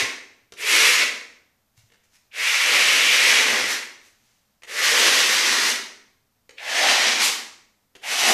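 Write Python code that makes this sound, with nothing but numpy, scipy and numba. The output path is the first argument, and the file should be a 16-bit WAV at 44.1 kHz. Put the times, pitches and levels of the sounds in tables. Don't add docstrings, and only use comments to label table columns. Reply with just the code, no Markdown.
import sys
import numpy as np
from scipy import signal
from scipy.fft import rfft, irfft
from scipy.io import wavfile
from numba import njit

SR = 44100
rng = np.random.default_rng(int(sys.argv[2]) if len(sys.argv) > 2 else 0)


def inscribe(sig):
    pcm = np.round(np.clip(np.atleast_2d(sig).T, -1, 1) * 32767)
    wavfile.write(sys.argv[1], SR, pcm.astype(np.int16))


N = 367765
LEAD = SR // 2
TIME = np.arange(-LEAD, N) / SR
M = len(TIME)


def scraping():
    # f/Hz, relative density/dB
    rasp_shape = [(90, -71), (400, -43), (800, -7), (1100, 0), (1450, -1), (2200, -5), (3100, 1.5),
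                  (4000, 2.5), (5000, 2), (6100, 2), (7200, -6), (9000, -11), (14000, -38.5)]
    sizzle_shape = [(4000, -37.5), (7000, 3.5), (8500, 0), (10500, -0.5), (12500, -2.5), (14500, -21)]
    wall_shape = [(70, -46.5), (150, -34), (185, -15), (225, -1), (330, -1.5), (450, 1.5), (700, -4),
                  (1100, -3), (2000, -30)]
    # t/s, 1/e half-width/s, friction/dB, drumming of plate and wall/dB
    pushes = [(0.76, 0.043, 1.5, 3.5), (2.47, 0.1, -1, -4.5), (2.75, 0.062, 2, 5.5), (3.22, 0.29, 3, 0),
              (3.52, 0.17, 1, 9.5), (4.99, 0.097, 0.5, 5.5), (6.83, 0.054, 0, 6.5), (7.075, 0.034, 1, 4),
              (8.29, 0.059, 5.5, 4.5)]
    (start, length, press_s, body_delay_s, ease_s, level_db, ease_db, flick_db, ring_db, flex_db, wall_db,
     sizzle_db, steel_hz, steel_bend, upper_hz, flex_hz, flex_bend) = current_stroke()

    land_s, lift_s, body_rise_s, press_curve = 0.01, 0.021, 0.025, 1.75
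    age = np.maximum(TIME - start, 0)
    contact = (1 - np.exp(-age / land_s)) * np.exp(-np.maximum(age - length, 0) / lift_s)
    loose = np.clip(1 - age / press_s, 0, 1) ** press_curve
    body = (1 + np.tanh((age - body_delay_s) / body_rise_s)) / 2
    speed = np.sin(np.pi * np.minimum(age / length, 1)) ** 2
    eased = np.sin(np.pi / 2 * np.clip(1 + (age - length) / ease_s, 0, 1))

    touch_db, touch_ring_db, touch_flex_db, touch_sizzle_db = -29, 6, 14, 4.5
    ease_ring_db, ease_flex_db, ease_wall_db, ease_sizzle_db = -1, -9, 6, -2
    early_body_db, push_wall_share = -12, 0.94
    flick_lead_s, flick_width_s, flick_sizzle_power = 0.028, 0.048, 1.5
    push_db = sum(db * bump(TIME - s, width) for s, width, db, _ in pushes)
    drum_db = sum(db * bump(TIME - s, width) for s, width, _, db in pushes)
    friction = contact * undb(level_db + touch_db * loose + push_db + ease_db * eased)
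    flick = undb(flick_db * bump(age - length + flick_lead_s, flick_width_s))
    ring_gain = undb(ring_db + touch_ring_db * loose + ease_ring_db * eased)
    flex_gain = undb(flex_db + touch_flex_db * loose + drum_db + ease_flex_db * eased)
    wall_gain = undb(wall_db + early_body_db * (1 - body) + push_wall_share * drum_db + ease_wall_db * eased)
    sizzle_gain = undb(sizzle_db + touch_sizzle_db * loose + ease_sizzle_db * eased)
    sizzle_gain = sizzle_gain * flick ** flick_sizzle_power

    texture = unit(undb(1.1 * walk(35) + 0.077 * walk(600)))
    rasp = colour(grit(rate=9000, spread_db=2.5), rasp_shape)
    sizzle = sizzle_gain * colour(grit(rate=7700, spread_db=-3.5), sizzle_shape)

    upper_db, upper_speed_db, wander_db = -10.5, 6.5, 3
    favour = undb(upper_db + upper_speed_db * speed + wander_db * walk(19))
    bend = steel_bend ** eased
    lower = mode(grit(rate=5000, spread_db=2.5), steel_hz * bend, damping=0.38, skirt=1.0)
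    upper = mode(grit(rate=4600, spread_db=-1.5), upper_hz * bend, damping=0.34, skirt=0.64)
    ring = undb(-1.5) * ring_gain * (lower + favour * upper) / np.hypot(1, favour)

    plate_hz = flex_hz * flex_bend ** eased
    plate = mode(grit(rate=4000, spread_db=1.0), plate_hz, damping=0.57, skirt=0.44)
    flex = undb(-5.5) * flex_gain * plate
    wall = undb(-1.5) * wall_gain * colour(grit(rate=4000, spread_db=3.0), wall_shape)
    singing = undb(-13.5) * after_ring(friction * ring_gain, hz=2090, t60=0.57)
    return friction * texture * (flick * (rasp + sizzle) + ring + flex + wall) + singing


def current_stroke():
    # pitch at lift over pitch before easing.
    # start/s, length/s, press/s, body delay/s, ease/s, friction/dB, ease/dB, flick/dB, ring/dB, flex/dB,
    # wall/dB, sizzle/dB, steel f/Hz, steel bend/ratio, upper f/Hz, flex f/Hz, flex bend/ratio
    strokes = [ (-0.45, 0.46, 0.33, 0.44, 0.26, -18.5, -8, 2, 7, -1, -10, -12, 2150, 1.0, 2600, 435, 1.0),
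               (0.564, 0.46, 0.17, 0.41, 0.16, -21.5, 0.5, -2, 3.5, -11, -18.5, -6.5, 2300, 0.98, 2470, 451.3, 1.1),
               (2.322, 1.418, 0.14, 0.32, 0.44, -24, -6, 3, 5.5, -11.5, -19, -9, 2230, 0.89, 2883, 526, 0.78),
               (4.663, 1.043, 0.23, 0.22, 0.53, -19.5, -4, 2, 1, -11.5, -17.5, -9.5, 1980, 0.98, 2960, 506, 0.83),
               (6.583, 0.7, 0.27, 0.065, 0.33, -20.5, -5, 6.5, 2.1, -5, -18.5, -13.5, 1930, 1.2, 2890, 709, 1.24),
               (8.013, 0.34, 0.14, 0.29, 0.042, -23.5, -17, 1, 0.7, -7.5, -4, -8.5, 2087, 1.1, 2703, 770, 1.2),
               ]
    rows = np.array(strokes)
    return rows[np.maximum(np.searchsorted(rows[:, 0], TIME) - 1, 0)].T


def after_ring(drive, hz, t60):
    keep = np.exp(-2 * np.log(1000) / (t60 * SR))
    stored = signal.lfilter([1 - keep], [1, -keep], drive ** 2)
    return np.sqrt(stored) * mode(rng.standard_normal(M), hz, damping=0.3, skirt=0.42)


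def biting():
    # t/s, level/dB
    bites = [(2.319, -45.5), (2.341, -39), (4.686, -36), (6.582, -32.5), (8.037, -32.5)]
    grip = sum(undb(db) * swell(s, rise=0.004, fall=0.022) for s, db in bites)
    return grip * mode(grit(rate=5000, spread_db=2.5), 2450, damping=0.42, skirt=0.8)


def tapping():
    # t/s, level/dB, steel ring/dB re level, plate flex/dB re level; before the part trims below
    taps = [(0.522, -29.5, -9, -17.5), (1.901, -54, -1.5, -12), (1.921, -47, -5, -17.5),
            (1.943, -50.5, -7, -20), (4.621, -41.5, -9, -19), (4.634, -31, -18, -25),
            (6.493, -35, -14.5, -15), (7.952, -37, -2, -18.5), (7.956, -42, -4.5, -14)]
    # f/Hz, relative density/dB
    clack_shape = [(100, -43), (300, -5.5), (1100, -2), (1900, 4), (2700, 2), (3800, -4.5), (6500, -4.5),
                   (14000, -23)]
    clack_env = sum(undb(db) * burst(s, 0.006) for s, db, _, _ in taps)
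    ring_env = sum(undb(db + ring_db) * burst(s, 0.0029) for s, db, ring_db, _ in taps)
    plate_env = sum(undb(db + flex_db) * burst(s, 0.0092) for s, db, _, flex_db in taps)
    ring = mode(rng.standard_normal(M), 2350, damping=0.55, skirt=0.7)
    note = mode(rng.standard_normal(M), 470, damping=0.3, skirt=0.88)
    clack = colour(rng.standard_normal(M), clack_shape)
    return undb(-4.5) * clack_env * clack + ring_env * ring + undb(4) * plate_env * note


def brushing():
    brushes = [(1.775, -55.5, 0.008, 0.032), (1.865, -68.5, 0.017, 0.018), (1.952, -72, 0.011, 0.0053),
               (2.04, -60, 0.006, 0.012), (2.158, -51.5, 0.024, 0.0087), (4.06, -54.5, 0.049, 0.032),
               (4.26, -64, 0.1, 0.15)]
    # f/Hz, relative density/dB
    whisper_shape = [(200, -38), (600, -6), (1200, -3), (2100, 1), (3800, -1.5), (6300, 1), (8500, -6.5),
                     (13500, -12)]
    touch = sum(undb(db) * swell(s, rise, fall) for s, db, rise, fall in brushes)
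    return touch * colour(grit(rate=5000, spread_db=3), whisper_shape)


def knocking():
    # t/s, level/dB before trim
    knocks = [(0.022, -41.5), (1.777, -53), (1.835, -55), (2.405, -56), (3.52, -49), (3.615, -48.5),
              (3.67, -52.5), (5.511, -53.5)]
    thud_hz, decay_s, attack_s, trim_db = 112, 0.02, 0.0025, 5.0
    out = 0
    for s, db in knocks:
        envelope = burst(s, decay_s) - burst(s, attack_s)
        out = out + undb(db + trim_db) * envelope * np.sin(2 * np.pi * thud_hz * (TIME - s))
    return out


def room(x, wet_db, count):
    spots_per_s = 70
    place = TIME * spots_per_s % count
    out = 0
    for spot in range(count):
        distance = np.abs(place - spot)
        share = np.maximum(1 - np.minimum(distance, count - distance), 0)
        response = room_response(wet_db)
        direct = response[0] * share * x
        echoes = signal.fftconvolve(np.sqrt(share) * x, np.append(0, response[1:]))[:M]
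        out = out + direct + echoes
    return out


def room_response(wet_db):
    # f/Hz, t60/s
    decays = [(100, 0.09), (220, 0.81), (450, 0.69), (1000, 0.6), (2500, 0.53), (6000, 0.55), (12000, 0.42)]
    # mean delay/s (varied per spot), level/dB re direct
    first_echoes = [(0.0056, -15.5), (0.0136, -3)]
    t = np.arange(SR) / SR
    hz = np.fft.rfftfreq(SR, 1 / SR)
    noise = rfft(rng.standard_normal(SR))
    centres = np.transpose(decays)[0]
    tail = 0
    for share, (_, t60) in zip(np.eye(len(decays)), decays):
        band = irfft(noise * on_log_axis(hz, np.column_stack([centres, share])), SR)
        tail = tail + band * np.exp(-np.log(1000) * t / t60)
    tail = tail * (1 - np.exp(-t / 0.019))
    response = undb(wet_db) * tail / np.linalg.norm(tail)
    response[0] += 1
    for delay, db in first_echoes:
        varied_delay = delay * SR * np.exp(0.15 * rng.standard_normal())
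        response[int(varied_delay)] += undb(db)
    return response / np.linalg.norm(response)


def air():
    # f/Hz, relative density/dB
    air_shape = [(25, -6), (45, -13), (100, -5.5), (160, -13), (215, -7.5), (350, -20), (620, -17),
                 (1200, -20), (3000, -25), (6000, -25), (10500, -29), (14000, -23.5)]
    level_db = -68
    return undb(level_db + 0.28 * walk(15)) * colour(rng.standard_normal(M), air_shape)


def grit(rate, spread_db):
    caught = rng.random(M) < rate / SR
    sizes = undb(spread_db * np.minimum(rng.exponential(size=M), 6))
    return unit(caught * sizes * rng.choice([-1, 1], M))


def mode(x, hz, damping, skirt):
    centre = hz * np.ones(M)
    return unit(resonate(resonate(x, centre, float(damping)), centre, float(skirt)))


@njit
def resonate(x, hz, damping):
    y, band, low = np.empty(len(x)), 0., 0.
    for i in range(len(x)):
        g = np.tan(np.pi * hz[i] / SR)
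        v = (band + g * (x[i] - low)) / (1 + g * (g + damping))
        band, low, y[i] = 2 * v - band, low + 2 * g * v, damping * v
    return y


def colour(x, points):
    size = 4096
    cepstrum = irfft(np.log(undb(on_log_axis(np.fft.rfftfreq(size, 1 / SR), points))))
    cepstrum[1:size // 2] *= 2
    cepstrum[size // 2 + 1:] = 0
    response = irfft(np.exp(rfft(cepstrum)))
    return signal.oaconvolve(x, response / np.linalg.norm(response))[:len(x)]


def on_log_axis(hz, points):
    f, value = np.transpose(points)
    return np.interp(np.log(np.maximum(hz, 1)), np.log(f), value)


def walk(rate):
    knots = rng.standard_normal(M // 10)
    return unit(np.interp((TIME - TIME[0]) * rate, np.arange(len(knots)), knots))


def burst(start, decay):
    age = TIME - start
    return (age >= 0) * np.exp(-np.clip(age / decay, 0, 50))


def swell(peak, rise, fall):
    before = np.maximum(peak - TIME, 0) / rise
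    after = np.maximum(TIME - peak, 0) / fall
    return np.exp(-np.minimum(before + after, 50))


def bump(offset, width):
    return np.exp(-(offset / width) ** 2)


def undb(db):
    return 10 ** (np.asarray(db) / 20)


def unit(x):
    return x / np.sqrt(np.mean(x ** 2))


def scene():
    trowel = scraping() + biting() + brushing() + tapping()
    mono = room(trowel, wet_db=-2.0, count=14) + knocking() + air()
    return np.tile(mono[LEAD:], (2, 1))


def record(dry):
    top_hz = 14400
    return signal.sosfilt(signal.ellip(10, 0.2, 80, top_hz, fs=SR, output="sos"), dry)


dry = scene()
out = record(dry)
inscribe(out)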